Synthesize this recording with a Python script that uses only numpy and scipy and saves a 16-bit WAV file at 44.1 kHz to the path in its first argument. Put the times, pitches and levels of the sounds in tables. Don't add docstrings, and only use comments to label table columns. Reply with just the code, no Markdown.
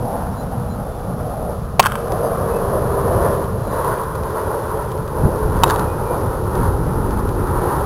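import sys
import numpy as np
from scipy import signal
from scipy.fft import rfft, irfft, next_fast_len
from scipy.io import wavfile
from scipy.ndimage import map_coordinates

SR = 44100
rng = np.random.default_rng(int(sys.argv[2]) if len(sys.argv) > 2 else 0)


def inscribe(sig):
    pcm = np.round(np.clip(np.atleast_2d(sig).T, -1, 1) * 32767)
    wavfile.write(sys.argv[1], SR, pcm.astype(np.int16))


N = 346442
TIME = np.arange(N) / SR

# pitch in Hz, t60 in seconds,
# level on the first hit and level on the second, both in dB against the peak of the pock.
WOOD_MODES = [(707, 0.02, -5.5, -40), (911, 0.022, -12.5, -8.5), (1071, 0.033, -8.5, -11),
              (2330, 0.027, -22, -46), (2620, 0.032, -18, -18), (2940, 0.013, -41, -9.5),
              (3800, 0.02, -33, -9.5), (4610, 0.027, -19.5, -26)]
# time in seconds, roar in dB, rush in dB.
AIRCRAFT_SWELL = [(0.0, -26.0, -35), (0.18, -22.5, -30.5), (0.28, -30, -32), (0.82, -32.0, -35),
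                  (1.5, -26.5, -33.5), (1.72, -36.5, -37), (2.14, -22.0, -27.5), (2.98, -21.5, -26.5),
                  (3.26, -17, -21.5), (3.54, -29.5, -32), (3.88, -21, -21.0), (4.08, -31.5, -29.5),
                  (4.32, -23.5, -26.5), (4.5, -24.0, -26), (5.1, -30, -32), (5.26, -21, -27.5),
                  (5.5, -26, -28.0), (5.7, -19.5, -20.0), (5.96, -27.5, -29.5), (6.14, -20.5, -26.5),
                  (6.46, -28, -30), (6.64, -23.5, -22.0), (6.74, -27.5, -29), (7.44, -27.5, -28),
                  (7.72, -21, -21), (7.84, -23, -26)]


def from_db(db):
    return 10 ** (np.asarray(db) / 20)


def rms_one(x):
    return x / np.sqrt(np.mean(x ** 2) + 1e-20)


def in_time(rows):
    seconds, *columns = np.transpose(rows)
    return [np.interp(TIME, seconds, column) for column in columns]


def butter(x, hz, kind, order=2):
    edges = np.clip(hz, 10, .45 * SR)
    sections = signal.butter(order, edges, kind, fs=SR, output="sos")
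    return signal.sosfilt(sections, x + 1e-18)


def shaped(x, spectrum):
    hz, db = np.transpose(spectrum)
    size = next_fast_len(N)
    bins = np.maximum(np.fft.rfftfreq(size, 1 / SR), 1)
    gain = from_db(np.interp(np.log(bins), np.log(hz), db)) * (bins < 2 * hz[-1])
    return irfft(rfft(x, size) * gain, size)[:N]


def drift(rate):
    knots = rng.standard_normal(size=4096)
    return map_coordinates(knots, [TIME * rate], order=2, mode="wrap")


def ring(x, hz, t60):
    radius = from_db(-60 / (t60 * SR))
    angle = 2 * np.pi * hz / SR
    return signal.lfilter([0, np.sin(angle)], [1, -2 * radius * np.cos(angle), radius ** 2], x + 1e-18)


def burst(t60, size):
    return rng.standard_normal(size) * from_db(-60 * np.arange(size) / SR / t60)


def add(out, seconds, x):
    start = int(round(seconds * SR))
    out[start:start + len(x)] += x[:N - start]


def bat():
    # start in seconds, level in dB, pitch of the pock in Hz,
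    # snap towards the microphone and snap towards the field, both in dB on top of the level.
    hits = [(1.7951, 17, 790, -3.5, -13.5), (5.6353, 6.5, 940, -27, -6.5)]
    # delay in seconds, level in dB.
    near_echoes = [(.0022, -11.5), (.0054, -4.5), (0.0118, -23)]
    # delay in seconds, level in dB, scattered share in dB on top of it.
    far_echoes = [(0.035, -29, -4), (0.0433, -22, 2), (0.056, -32, 14), (0.0638, -10.5, -2),
                  (0.0708, -16.5, 5.5), (.088, -42, 4), (0.1249, -20, -3), (0.1592, -20.5, -2)]
    out = np.zeros(N)
    levels_per_hit = np.transpose(WOOD_MODES)[2:]
    for (start, level_db, pock_hz, near_snap_db, far_snap_db), mode_dbs in zip(hits, levels_per_hit):
        pock, snap, wood = from_db(level_db) * np.array(crack(pock_hz, mode_dbs))
        impact = pock + from_db(near_snap_db) * snap
        add(out, start, impact + wood)
        for delay, db in near_echoes:
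            add(out, start + delay, from_db(db) * impact)
        clack = butter(pock, [1130, 2000], "band")
        clack = clack + from_db(far_snap_db) * snap + from_db(-17.5) * wood
        for delay, db, scatter_db in far_echoes:
            add(out, start + delay, from_db(db) * clack)
            add(out, start + delay, from_db(db + scatter_db) * scattered(clack, t60=0.021, size=2048))
        add(out, start + 0.022, from_db(-14.5) * scattered(clack, t60=0.74, size=32768))
    return out


def crack(pock_hz, mode_dbs):
    click = signal.unit_impulse(4096)
    pock = ring(ring(click, pock_hz, t60=0.0087), 1546, t60=0.0043)
    snap = butter(burst(t60=.008, size=4096), [1900, 4800], "band")
    wood = sum(from_db(db) * ring(click, hz, t60) for (hz, t60, *_), db in zip(WOOD_MODES, mode_dbs))
    return pock / np.abs(pock).max(), snap, wood


def scattered(x, t60, size):
    paths_per_s = 5000
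    paths = burst(t60, size) * (rng.random(size) < paths_per_s / SR)
    return signal.fftconvolve(x, paths / np.sqrt(np.sum(paths ** 2) + 1e-20))


def aircraft():
    # frequency in Hz, relative density in dB.
    jet_spectrum = [(15, -19), (40, -4), (90, 1.5), (140, 1), (210, 1.5), (300, -2.5), (500, -2), (750, -3),
                    (1050, -0.5), (1400, -8.5), (1800, -23.5), (2100, -31), (2600, -36)]
    # time in seconds, level in dB.
    rumble_curve = [(0, -27.5), (.8, -25.5), (.92, -35), (1.1, -25.5), (1.7, -28), (3.35, -20.5),
                    (3.7, -25.5), (4.8, -26.5), (5.55, -19), (6.05, -24.5), (6.6, -19), (7.86, -22.5)]
    lag_start_ms, lag_end_ms, lag_settle_s = 1.205, 2.44, 4.28
    roar_db, rush_db = in_time(AIRCRAFT_SWELL)
    rumble_db, = in_time(rumble_curve)
    lag_ms = lag_end_ms + (lag_start_ms - lag_end_ms) * np.exp(-TIME / lag_settle_s)
    jet = shaped(rng.standard_normal(N), jet_spectrum)
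    reflected = np.interp(TIME - lag_ms / 1000, TIME, jet)
    heard = jet + shaped(reflected, [(100, -1.0), (400, -6.0), (900, -8.0), (2000, -28)])
    rumble = rms_one(butter(heard, 249, "low", order=5))
    roar = butter(heard, 282, "high", order=5)
    roar = rms_one(butter(roar, 864, "low", order=6))
    rush = rms_one(butter(heard, 838, "high", order=6))
    bright = rms_one(butter(rng.standard_normal(N), [1400, 1900], "band", order=4))
    bright = from_db(-20 + 0.28 * (rush_db - rush_db.mean())) * bright
    out = from_db(rumble_db + 1.3 * drift(12)) * rumble
    out += from_db(roar_db + 1.24 * drift(24)) * roar
    return out + from_db(rush_db + 1.24 * drift(30)) * (rush + bright)


def engine_tones():
    # time in seconds, upper in dB, lower in dB.
    tone_curve = [(0, -34.5, -43), (1.7, -36, -41.5), (2.2, -25.5, -42), (3, -30.5, -22), (3.9, -34.5, -46),
                  (4.35, -27.5, -38), (5.55, -26.5, -45), (6.3, -41, -36), (7.86, -36, -30)]
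    start_hz, stretch_per_s, lower_ratio = 491.7, .0256, .873
    tone_hz = start_hz / (1 + stretch_per_s * TIME)
    out = np.zeros(N)
    for ratio, db in zip([1, lower_ratio], in_time(tone_curve)):
        wavering_hz = ratio * tone_hz * (1 + 0.0031 * drift(10))
        phase = 2 * np.pi * np.cumsum(wavering_hz) / SR
        out += from_db(db + 2.1 * drift(9)) * np.sin(phase)
    return out


def wind():
    # time in seconds, level in dB.
    breeze_curve = [(0, -39), (1, -32), (2.4, -39), (5, -43), (5.4, -32), (6.3, -34), (6.8, -28.5),
                    (7.3, -27.5), (7.86, -31)]
    # centre in seconds, level in dB, bell width (one sigma) in seconds, top in Hz.
    buffets = [(5.214, -17, 0.025, 170), (5.253, -10, 0.012, 206), (5.46, -13, 0.0062, 78.5),
               (6.604, -14.5, 0.023, 215), (7.19, -19, 0.023, 240)]
    breeze_top_hz, gust_top_hz = 66.3, 395
    gust_peak_db, gust_growth = -25, 2.5
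    breeze_db, = in_time(breeze_curve)
    out = from_db(breeze_db + 1.2 * drift(14)) * eddies(breeze_top_hz)
    gust_db = gust_peak_db + gust_growth * (breeze_db - breeze_db.max())
    out += from_db(gust_db) * eddies(gust_top_hz)
    for centre, db, width, top_hz in buffets:
        bell = np.exp(-.5 * ((TIME - centre) / width) ** 2)
        out += from_db(db) * bell * eddies(top_hz)
    return out


def eddies(top_hz):
    return rms_one(butter(rng.standard_normal(N), [22, top_hz], "band", order=3))


def birds():
    # centre in seconds, level in dB, bell width (one sigma) in seconds, pitch in Hz,
    # glide in Hz per second.
    chirps = [(0.334, -52, 0.017, 5400, 3), (0.403, -46, 0.018, 4050, 1500), (.72, -46.5, 0.018, 4030, 304),
              (.94, -56, 0.061, 3500, -500), (2.257, -45, .02, 4830, -1000), (2.56, -45, 0.026, 2560, 0),
              (3.7, -50.5, 0.067, 4030, -500), (5.905, -46, 0.03, 2490, 0), (6.097, -48, 0.04, 2380, -3)]
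    out = np.zeros(N)
    waver_hz = 15 * drift(48) + 35 * drift(400)
    for centre, db, width, hz, glide in chirps:
        near = np.abs(TIME - centre) < 4 * width
        t = TIME[near] - centre
        phase = 2 * np.pi * np.cumsum(hz + glide * t + waver_hz[near]) / SR
        out[near] += from_db(db) * np.exp(-.5 * (t / width) ** 2) * np.sin(phase)
    return out


def grit():
    # start in seconds, level in dB ahead of the band filter.
    clear_ticks = [(1.827, -11), (1.8307, -17), (2.1204, -21), (4.153, -27), (4.2346, -25), (4.9172, -24.5),
                   (6.553, -27), (7.1075, -26), (7.2906, -26.5)]
    from_s, ticks_per_s, faint_db, spread_db = 2.5, 2.5, -32.5, 2.2
    out = np.zeros(N)
    faint_times = TIME[(rng.random(N) < ticks_per_s / SR) & (TIME > from_s)]
    faint_ticks = [(start, rng.normal(faint_db, spread_db)) for start in faint_times]
    for start, db in clear_ticks + faint_ticks:
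        add(out, start, from_db(db) * burst(t60=0.014, size=1024))
    return butter(out, [1700, 5400], "band")


def hiss():
    mean_db, follow_share = -49, 0.46
    swell_db = np.mean(in_time(AIRCRAFT_SWELL), axis=0)
    level_db = mean_db + follow_share * (swell_db - swell_db.mean())
    return from_db(level_db) * rms_one(butter(rng.standard_normal(N), 5730, "low", order=8))


def scene():
    mix = bat() + aircraft() + engine_tones() + wind() + birds() + grit() + hiss()
    return mix[None, :]


def record(dry):
    clipped = np.clip(dry, -.97, .97)
    held = np.repeat(clipped[:, ::4], 4, axis=1)[:, :N]
    softened = butter(held, 19845, "low", order=1)
    cutoff = signal.ellip(10, .1, 80, 15850, fs=SR, output="sos")
    return signal.sosfilt(cutoff, softened)


dry = scene()
out = record(dry)
inscribe(out)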